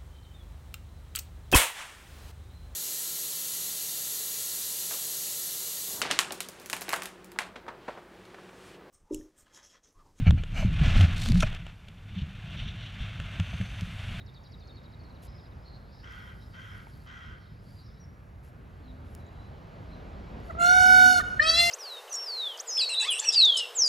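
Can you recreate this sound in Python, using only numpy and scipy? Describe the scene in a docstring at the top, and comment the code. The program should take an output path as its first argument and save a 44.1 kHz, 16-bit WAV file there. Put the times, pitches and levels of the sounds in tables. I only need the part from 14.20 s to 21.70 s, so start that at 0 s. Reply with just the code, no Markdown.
"""A suburban lawn, a phone with two microphone ports: over the far rumble of town small birds
chip and whistle, feet and beak brush the grass close by, and a crow caws three times far off.
A car speeds up along the street, its engine tones climbing; then a peafowl near the phone honks twice,
and the houses throw the honks back. Voices are harmonics or glides through resonances,
tyres, grass and rasp are shaped noise, and the echoes are sparse taps."""
import sys
import numpy as np
from scipy import signal
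from scipy.fft import rfft, irfft, next_fast_len
from scipy.io import wavfile
from scipy.ndimage import uniform_filter1d

SR = 44100
rng = np.random.default_rng(int(sys.argv[2]) if len(sys.argv) > 2 else 0)


def log_audio(samples):
    """Write samples as a 16-bit WAV file to the path given in sys.argv[1]."""
    # one column per channel
    frames = np.atleast_2d(samples).T
    # limit to full scale, then quantise
    limited = np.clip(frames, -1, 1)
    pcm = np.round(limited * 32767).astype(np.int16)
    wavfile.write(sys.argv[1], SR, pcm)


N = 330750
EDGE_HZ = 15900  # top of the recorder's band


def gain_of(db):
    """Decibels to gain."""
    return 10 ** (np.asarray(db) / 20)


def evened(x):
    """Scales to rms 1."""
    return x / np.sqrt(np.mean(x ** 2) + 1e-20)


def along(points, t):
    """Reads a two-column table on a linear axis."""
    return np.interp(t, *np.transpose(points))


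def read(points, hz):
    """Reads a spectrum on a log-frequency axis."""
    f, value = np.transpose(points)
    return np.interp(np.log(hz + 1), np.log(f + 1), value)


def shaped(x, points, size):
    """Filters a sound by a table of levels over frequency."""
    return irfft(rfft(x, size) * gain_of(read(points, np.fft.rfftfreq(size, 1 / SR))), size)


def add(mix, start_s, sound):
    """Mixes a sound in at its start time, cutting what falls outside."""
    at = round(start_s * SR)
    sound = sound[max(-at, 0):]
    part = mix[max(at, 0):][:len(sound)]
    part += sound[:len(part)]


def turning(hz):
    """Phase in radians of a tone that follows the curve hz."""
    return 2 * np.pi * np.cumsum(hz) / SR


def slow(count, hz, order=2):
    """Smooth chance of rms 1: noise low-passed at hz, past the filter's run-in."""
    low_pass = signal.butter(order, hz, fs=SR, output="sos")
    return evened(signal.sosfilt(low_pass, rng.standard_normal(count + 4000))[4000:])


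def resonate(x, hz, width):
    """Shifts the curve hz down to zero, smooths, and shifts back: a resonance of gain 1."""
    turn = np.exp(1j * turning(hz * np.ones(len(x))))
    r = np.exp(-np.pi * width / SR)
    return 2 * (turn * signal.lfilter([1 - r], [1, -r], x / turn)).real


def resonate_twice(x, hz, width):
    """Two equal resonances in a row, for steeper skirts."""
    return resonate(resonate(x, hz, width), hz, width)


# far rumble of town: (frequency [Hz], relative level [dB per Hz])
TOWN_SPECTRUM = [(30, -79), (50, -59), (80, -63), (130, -69), (300, -84), (500, -86.5), (800, -89),
                 (1700, -92), (3200, -107), (5500, -114), (8500, -119), (11000, -114), (14000, -116),
                 (16000, -122)]
# tyres and exhaust on the street: (frequency [Hz], relative level [dB per Hz])
CAR_SPECTRUM = [(50, -59.5), (80, -78.5), (200, -70.5), (300, -77.5), (700, -79), (1200, -84.5),
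                (2300, -94), (4200, -101), (7000, -115), (12000, -130)]
# how near the car sounds: (time [s], added level [dB])
CAR_APPROACH = [(0, -11.5), (1.198, -4.5), (2.2, -14), (3.6, -22), (4.62, -5.5), (5.4, -0.5), (6.6, 6),
                (7.5, 2)]


def town_and_car():
    """Far rumble and the passing car: two unlike noises, built in short frames with drifting patches."""
    frames, hz = N // 256 + 5, np.fft.rfftfreq(1024, 1 / SR)
    a, b, c, d, patches = rng.standard_normal((frames, 513, 5)).T
    patches_db = evened(uniform_filter1d(uniform_filter1d(patches, 10, 0), 14, 1))
    near_db = along(CAR_APPROACH, np.arange(frames) * 256 / SR)
    town = gain_of(read(TOWN_SPECTRUM, hz))[:, None]
    car = gain_of(read(CAR_SPECTRUM, hz)[:, None] + near_db)
    z = np.array([a + 1j * b, c + 1j * d]) * np.hypot(town, car) * gain_of(patches_db)
    unit = np.sqrt(SR / 512)  # dB per Hz to the scale of one frame
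    return 0.58 * unit * signal.istft(z, nperseg=1024, noverlap=768)[1][:, :N]


# falling chips; each starts 10 ms before its time: (time [s], level [dB], pitch it falls towards [Hz])
CHIP_ROWS = [(-.012, -54, 3690), (0.067, -55, 3590), (0.146, -54, 3670), (0.242, -56, 3770),
             (0.323, -53, 3680), (.405, -56, 3540), (0.48, -54, 3620), (0.562, -56.5, 3720),
             (0.641, -58, 3760), (.725, -59, 3740), (0.794, -61.5, 4050), (0.843, -60.5, 4050),
             (.9, -61, 3850), (.953, -60.5, 3720), (1.014, -63.5, 3730), (1.071, -61, 3780),
             (1.126, -64, 3680), (1.184, -60.5, 3610), (1.248, -61, 3660), (1.317, -63, 3480)]
# longest chip [s]; chips softer than CHIP_FULL_DB are shorter [s per dB]
CHIP_S, CHIP_S_PER_DB, CHIP_FULL_DB = 0.0466, .0033, -55.5


def chips():
    """A small bird's chips: tones that drop fast, then slowly, blurred by leaves and walls."""
    out = np.zeros(N)
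    for s, db, end_hz in CHIP_ROWS:
        t = np.arange(0, CHIP_S + CHIP_S_PER_DB * min(db - CHIP_FULL_DB, 0), 1 / SR)
        done = t / t[-1]
        drop_hz = rng.uniform(3300, 4600) * t[-1] / CHIP_S
        hz = end_hz + drop_hz * np.exp(-t / rng.uniform(.007, .009)) + 130 * (1 - done)
        swell = np.interp(done, [0, .1, .22, .45, .7, .88, 1], [0, .2, .5, .35, .8, .8, 0])
        swell = swell * (1 + .4 * slow(len(t), 260))
        for late_s, echo_db in ((0, -.5), (.006, -8)):  # nearby surfaces smear the sweep
            add(out, s - .01 + late_s, gain_of(db + echo_db) * swell * np.sin(turning(hz)))
    return out


# far whistles, blurred by distance:
# (start [s], end [s], from pitch [Hz], to pitch [Hz], blur [Hz], level [dB])
WHISTLE_ROWS = [(0.106, 0.47, 4530, 4740, 80, -72.5), (0.409, 0.61, 4310, 4370, 100, -66),
                (0.778, 0.943, 4440, 4300, 90, -72), (1.053, 1.31, 5160, 4980, 330, -69.5),
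                (1.43, 1.595, 4160, 4300, 402, -62), (3.425, 3.68, 4700, 4770, 100, -72),
                (3.79, 3.862, 5800, 5450, 25, -66.5), (4.629, 4.727, 4470, 3570, 150, -68.5),
                (4.971, 5.318, 3900, 3950, 90, -72.5), (5.058, 5.082, 6350, 7650, 100, -73),
                (5.701, 5.822, 4220, 3780, 300, -66)]


def whistles():
    """Far whistles: noise in narrow gliding resonances, its level wavering."""
    out = np.zeros(N)
    for start, end, from_hz, to_hz, blur, db in WHISTLE_ROWS:
        hz = np.linspace(from_hz, to_hz, round((end - start) * SR))
        hz = hz * (1 + .01 * slow(len(hz), 12))
        air = evened(resonate_twice(rng.standard_normal(len(hz)), hz, blur))
        level = gain_of(db + 2.5 * slow(len(hz), 17.4))
        add(out, start, level * air * signal.windows.tukey(len(hz), .4))
    return out


# many far birds: (time [s], level of each of three bands [dB])
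CHATTER_LEVEL = [(0, -83), (1.3, -87), (1.8, -75.5), (3.2, -80.5), (3.7, -75.5), (3.95, -101), (5.2, -101)]


def chatter():
    """Many far birds at once: broken noise in three wandering resonances."""
    out = np.zeros(N)
    level_db = along(CHATTER_LEVEL, np.arange(N) / SR)
    for hz in (3900, 4500, 5100):
        glide = hz * (1 + .025 * slow(N, 9))
        air = evened(resonate_twice(rng.standard_normal(N), glide, 480))
        out += gain_of(level_db + 5.0 * slow(N, 8.5)) * air
    return out


# feet and beak brushing the grass: (start [s], length [s], level [dB])
BRUSH_ROWS = [(1.02, 0.053, -59.5), (1.888, 0.21, -72), (2.05, 0.36, -73.5), (2.39, 0.32, -70),
              (2.664, 0.21, -71), (3.413, 0.23, -71.5), (4.224, 0.084, -69.5), (4.843, 0.19, -72),
              (6.224, 0.13, -70)]
# colour of the brushed grass: (frequency [Hz], level [dB])
GRASS_COLOUR = [(1500, -15), (2700, 0), (6000, -5), (8500, -4), (11000, 1), (13500, -3), (16000, -26)]
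# a knock on something hollow: (time [s], level [dB], pitch [Hz])
PECK_RINGS = [(2.670, -39, 900), (2.669, -46, 2220)]


def grass():
    """Brushes on the lawn are crackly hiss; the peck is two short rings, almost at once."""
    stroke, t = np.zeros(N), np.arange(600) / SR
    for start, length, db in BRUSH_ROWS:
        add(stroke, start, gain_of(db) * np.hanning(round(length * SR)) ** 0.21)
    crackle = rng.standard_normal(N) * gain_of(3.0 * slow(N, 400))
    out = stroke * evened(shaped(crackle, GRASS_COLOUR, N))
    for s, db, hz in PECK_RINGS:
        add(out, s, gain_of(db) * np.sin(2 * np.pi * hz * t) * np.exp(-t / 0.0026))
    return out


# snapping blades: (time [s], peak level [dB])
SNAP_ROWS = [(1.035, -51), (1.925, -48), (2.773, -51), (4.249, -55), (4.9506, -34.5), (6.2026, -53)]


def snaps():
    """Blades snapping close to the phone: tiny noise bursts through a broad treble resonance."""
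    out, t = np.zeros(N), np.arange(300) / SR
    for s, db in SNAP_ROWS:
        burst = resonate(rng.standard_normal(300) * np.exp(-t / .0004), 10500, 5500)
        add(out, s, gain_of(db) * burst / abs(burst).max())
    return out


# far crow: (start [s], length [s], effort [dB])
CAW_ROWS = [(1.83, .33, -50.5), (2.335, .315, -50.5), (2.862, .325, -50)]
# the crow's throat at rest: (resonance [Hz], width [Hz], level [dB])
CROW_THROAT = [(1460, 540, 0), (1860, 300, -7.5), (2850, 230, -13.5), (3130, 240, -7), (5450, 1200, -19.5)]


def crow():
    """Pulses and rasp through the crow's throat, whose resonances rise quickly, then sink a little in each caw."""
    out = np.zeros(N)
    for start, length, effort_db in CAW_ROWS:
        t = np.arange(0, length, 1 / SR)
        pulses = np.cumsum(75 * (1 + 0.24 * slow(len(t), 37))) / SR
        rasp = (.5 + np.exp(-(pulses % 1) / .35)) * rng.standard_normal(len(t))
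        cycles = np.cumsum(510 * (1 + .05 * slow(len(t), 45))) / SR % 1
        rasp = rasp * (1 + 2.5 * np.exp(-cycles / .1)) + 2.5 * np.exp(-cycles / .05)  # a hoarse pitch shows
        stretch = 1.02 - .1 * t - .07 * np.exp(-t / .03)
        voice = np.zeros(len(t))
        for f, width, db in CROW_THROAT:
            darkening_db = 7.9 * t * f / 1000
            voice += gain_of(db - darkening_db) * evened(resonate_twice(rasp, f * stretch, width))
        swell_db = np.interp(t / length, [0, .04, .3, .85, 1], [-9, -1, 1.5, 1, -8])
        add(out, start, gain_of(effort_db + swell_db) * voice)
    return out


# engine tones rising as the car pulls away on the street:
# (start [s], end [s], from pitch [Hz], to pitch [Hz], level [dB])
ENGINE_TONES = [(4.55, 5.3, 74, 88, -45), (4.55, 4.95, 248, 272, -54), (5.2, 6.05, 145, 182, -50),
                (6.2, 7.1, 98, 108, -48), (6.62, 7.0, 238, 262, -37)]


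def engine():
    """Slightly unsteady tones that swell and fade as they climb."""
    out = np.zeros(N)
    for start, end, from_hz, to_hz, db in ENGINE_TONES:
        count = round((end - start) * SR)
        hz = np.linspace(from_hz, to_hz, count) * (1 + 0.0099 * slow(count, 2.5))
        level = gain_of(db + 2.0 * slow(count, 5.3)) * np.sqrt(np.hanning(count))
        add(out, start, level * np.sin(turning(hz)))
    return out


# the peafowl near the phone, one table a honk: (time [s], pitch [Hz], effort [dB])
HONK_CURVES = [
    [(6.272, 689, -58), (6.292, 680, -41), (6.301, 686, -30), (6.311, 627, -22.5), (6.322, 682, -47),
     (6.342, 681, -54), (6.352, 643, -27), (6.363, 660, -38), (6.385, 685, -26.5), (6.418, 695, -16),
     (6.5, 721, -16), (6.55, 734.8, -18), (6.62, 734.4, -16), (6.72, 739.2, -16.5), (6.86, 735.9, -14.5),
     (6.93, 733.4, -16), (6.958, 723.4, -20), (6.985, 721.6, -17.5), (6.997, 706, -24),
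     (7.002, 616.6, -27.5), (7.024, 575, -31)],
    [(7.195, 612, -29), (7.21, 596, -29.5), (7.22, 612.5, -26), (7.238, 636, -30), (7.25, 633, -31.5),
     (7.268, 646.5, -28.5), (7.302, 653.7, -29.5), (7.328, 657.3, -34.5), (7.392, 688.8, -33.5),
     (7.44, 691.2, -32.5), (7.52, 692, -35.5)],
]
# throat and beak, one table a honk: (resonance [Hz], width [Hz], level [dB])
HONK_THROATS = [
    [(795, 166, -5.5), (1212, 59, 1), (1476, 198, -0.5), (1715, 210, -10.5), (2245, 103, -22),
     (2898, 350, -27), (3550, 940, -28.5), (4233, 380, -23), (5100, 770, -29), (6030, 2000, -31.5),
     (9200, 2600, -37), (12700, 8000, -52)],
    [(762, 170, 3), (1276, 130, 2.5), (1832, 78, 7), (2179, 176, 4.5), (2790, 370, -0.5), (3418, 170, 3),
     (3160, 200, 0), (4090, 227, 7), (4564, 91, 5), (4830, 2000, -8), (6060, 370, -20), (7550, 160, -14),
     (8260, 460, -15), (9890, 380, -15.5), (12400, 980, -31), (14750, 430, -30.5)],
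]
# the beak opens or closes and shifts the resonances, one table a honk: (time [s], shift [%])
BEAK_SHIFTS = [
    [(6.5, .2), (6.55, -1.5), (6.72, .1), (6.83, .6), (6.9, 3.5), (6.99, 2.2)],
    [(7.395, .1), (7.43, -2.2), (7.5, -4.2)],
]
# the voice settles after it starts, one row a honk: (flutter rate [Hz], flutter depth at first [Hz],
# depth when settled [Hz], settling time [s], brightness at first [dB per kHz], when settled [dB per kHz],
# early grain [dB])
HONK_VOICES = [(52.03, 13, 4.8, 0.12, -3, .7, 1.5), (41.8, 5, 0.23, 0.075, -4, 1.59, 7)]
# one row a honk: (time the beak takes to open [s], moment the middle treble is in [s])
BEAK_OPENINGS = [(.25, 6.46), (.01, 7.235)]
# colour while the beak opens: (frequency [Hz], level [dB])
HALF_OPEN_COLOUR = [(2200, 0), (2900, -2), (4250, 3), (5000, -16), (5700, 4)]
# tone at pitch plus flutter: (frequency [Hz], share per Hz of settled depth [1/Hz])
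SUM_TONE_SHARE = [(1500, .005), (2220, .085), (2900, .01)]
ENTRY_DB_PER_S = 216  # rise of the middle treble before its moment
DULL_DB = 1.3  # a weak start loses this a harmonic for each dB under the working range
# air noise [dB], rasp [dB] and phase wander [radians] of upper harmonics, each per Hz of flutter depth
BREATH_DB, RASP_DB, WANDER = -51, -30.5, .08
RASP_HZ = 205  # fastest rasp


def honk(rows, beak, throat, voice, opening):
    """Harmonics of the syrinx, shaken by a slow second vibration, each as loud as the throat lets it."""
    s, *columns = np.transpose(rows)
    t = np.arange(s[0], s[-1], 1 / SR)
    count, age = len(t), t - s[0]
    hz, effort_db = (np.interp(t, s, c) for c in columns)
    stretch = 1 + along(beak, t) / 100
    flutter_hz, first_depth, settled_depth, settle_s, first_bright, settled_bright, grain_db = voice
    open_s, entry_s = opening
    weak_db = np.maximum(effort_db.max() - 8 - effort_db, 0)
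    unsettled = np.exp(-age / settle_s)
    depth = settled_depth + (first_depth - settled_depth) * unsettled
    bright = settled_bright + (first_bright - settled_bright) * unsettled
    flutter = turning(flutter_hz * (1 + .05 * slow(count, 8)))
    jitter = .15 * slow(count, 60, order=4)
    closed = np.exp(-(age / open_s) ** 4)
    wait_s = np.maximum(entry_s - t, 0)
    out = np.zeros(count)
    for k in range(1, 27):
        f = k * hz
        # the throb reaches each harmonic at its own time
        beat = flutter + 2 * np.pi * rng.random() + .2 * min(k, 7) * slow(count, 9)
        shake = 1.4 * np.cos(beat) + .3 * np.cos(2 * beat + .8) + jitter
        base_phase = turning(hz + depth * shake * min(1, 3.7 / k))  # sweep stops widening higher up
        throb = depth * (.032 * np.cos(beat + .6) + .014 * np.cos(2 * beat + 2.5))
        throb = throb * min(1.25 * (k - 1), 1.3)

        power = 0
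        for centre, width, db in throat:
            power = power + gain_of(2 * db) / (1 + (2 * (f - centre * stretch) / width) ** 2) ** 2
        # rough upper harmonics come and go, and break up at first
        drift_db = depth * min(.025 * k ** 2 - .02, .28) * slow(count, 9)
        drift_db = drift_db + (k > 2) * grain_db * unsettled ** .35 * slow(count, 26)
        opening_db = closed * read(HALF_OPEN_COLOUR, f) - ENTRY_DB_PER_S * wait_s * (4 < k < 10)
        dull_db = DULL_DB * weak_db * unsettled * (k - 1.5)
        level = np.sqrt(power) * gain_of(bright * f / 1000 + drift_db + opening_db - dull_db) * (f < EDGE_HZ)

        # air noise clings to each harmonic; a faster rasp joins from the third
        breath = gain_of(BREATH_DB) * depth * k ** 1.3 * slow(count, 40 + 1.5 * k ** 2, order=6)
        rasp = gain_of(RASP_DB) * depth * min(k - 2, 3) * (k > 2) * slow(count, RASP_HZ, order=8)
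        wander = WANDER * depth * np.clip(k - 3.5, 0, 2.5) * slow(count, 30, order=4)
        phase = k * base_phase + 2 * np.pi * rng.random() + wander
        sum_tone = settled_depth * read(SUM_TONE_SHARE, f) * np.cos(phase + beat + 0.23)
        out += level * ((1 + throb + breath + rasp) * np.cos(phase) + sum_tone)
    return s[0], np.sqrt(2) * gain_of(effort_db) * out * signal.windows.tukey(count, .03)


# echoes off the houses: (frequency [Hz], time to fall 60 dB [s])
YARD_DECAY = [(300, 0.15), (1400, 1), (3000, .8), (6000, 0.79), (12000, 0.26)]


def yard(x):
    """Two unlike tails of sparse echoes, each band dying at its own speed."""
    at = np.arange(900, 2 * SR - 20, 20)
    taps = np.zeros((2, 2 * SR))
    signs = rng.choice([-1., 1.], (2, len(at)))
    np.put_along_axis(taps, at + rng.integers(0, 20, (2, len(at))), signs, 1)
    hz, t, z = signal.stft(taps, SR, nperseg=256)
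    decay = gain_of(-60 * t / read(YARD_DECAY, hz)[:, None])
    tail = signal.istft(z * decay, SR, nperseg=256)[1]
    return signal.fftconvolve(x[None], tail / np.linalg.norm(tail[0]), axes=1)[:, :N]


# what the house walls return of a honk: (frequency [Hz], level [dB])
WALL_COLOUR = [(730, -21), (1470, -16), (2900, -14.5), (4400, -24.5), (6000, -22), (11000, -21)]
FAR_WALL_S, FAR_WALL_DB = .19, -5  # delay and level of one clear echo


def houses(peafowl, far):
    """The walls colour the honks, the yard scatters them with the far birds, one wall answers clearly."""
    returned = shaped(peafowl, WALL_COLOUR, 2 * N)[:N]
    echoes = yard(returned + far)
    for side in echoes:
        add(side, FAR_WALL_S, gain_of(FAR_WALL_DB) * returned)
    return echoes


# phase between left and right in the treble, for all sound sent through ports():
# (frequency [Hz], phase [radians])
TREBLE_PHASE = [(7450, 0), (8600, -2.5), (10800, -5.5), (12800, -11.5), (14800, 3.5), (16000, 0)]
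# how alike far sound is at the two ports: (frequency [Hz], likeness [0-1])
PORT_LIKENESS = [(100, 0.99), (500, 0.67), (800, 1), (1200, 0.09), (1700, 0.19), (2300, 0.8), (4200, 1),
                 (7000, 0.96), (9000, 0.8), (15000, 1)]


def ports(a, b, side_phase, pan=((1, 0), (2, 0))):
    """Two microphone ports: the right hears a, partly swapped for the unlike b, with its phase and balance."""
    size = next_fast_len(N + SR // 2)
    hz = np.fft.rfftfreq(size, 1 / SR)
    left = right = rfft(a, size)
    if b is not None:
        same = np.clip(read(PORT_LIKENESS, hz), 0, 1)
        right = same * left + np.sqrt(1 - same ** 2) * rfft(b, size)
    turn = np.exp(-1j * (along(side_phase, hz) + along(TREBLE_PHASE, hz)))
    half = gain_of(read(pan, hz) / 2)  # half the balance to each port
    return irfft(np.array([left * half, right * turn / half]), size)[:, :N]


# phase between left and right on the street side: (frequency [Hz], phase [radians])
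STREET_PHASE = [(0, 0), (250, .5), (1290, 2.6), (1700, 3.3), (2200, 6.65), (3800, 6.28)]
# the same on the peafowl's side: (frequency [Hz], phase [radians])
PEAFOWL_PHASE = [(0, 22), (430, -1), (700, -1.4), (1460, -2.5), (1850, -8), (2100, -5.5), (3300, -6)]
# balance of the ports, one table a honk: (frequency [Hz], left minus right [dB])
HONK_BALANCE = [
    [(700, -0.5), (1450, -4.5), (2200, 1.5), (3000, 0)],
    [(700, 1), (1300, -2), (1850, 5), (2070, 9), (2700, -0.3)],
]


def scene():
    """Peafowl on one side of the phone, other sources on the street side; snaps reach both ports alike."""
    rumble = town_and_car()
    birds = chips() + whistles() + chatter()
    mix = ports(birds + grass() + engine(), None, STREET_PHASE) + snaps()
    caws = crow()
    mix += ports(caws, crow(), STREET_PHASE)  # from afar the rasp arrives partly scattered
    peafowl = np.zeros(N)
    honks = zip(HONK_CURVES, BEAK_SHIFTS, HONK_THROATS, HONK_VOICES, BEAK_OPENINGS)
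    for settings, balance in zip(honks, HONK_BALANCE):
        one = np.zeros(N)
        add(one, *honk(*settings))
        peafowl += one
        mix += ports(one, None, PEAFOWL_PHASE, balance)
    echoes = houses(peafowl, gain_of(-12) * caws + gain_of(-13) * birds)
    around_balance = [(100, -1.3), (400, 1.5), (1400, -1.9), (2500, 0.074)]  # (frequency [Hz], L-R [dB])
    return mix + ports(*(echoes + rumble), STREET_PHASE, around_balance)


def record(dry):
    """The deepest bass is cut away; then the band limit of the recorder."""
    thin = signal.sosfilt(signal.butter(4, 44, "high", fs=SR, output="sos"), dry)
    band = signal.firwin(511, EDGE_HZ, window=("kaiser", 9), fs=SR)
    return signal.oaconvolve(thin, band[None], "same")


dry = scene()
out = record(dry)
log_audio(out)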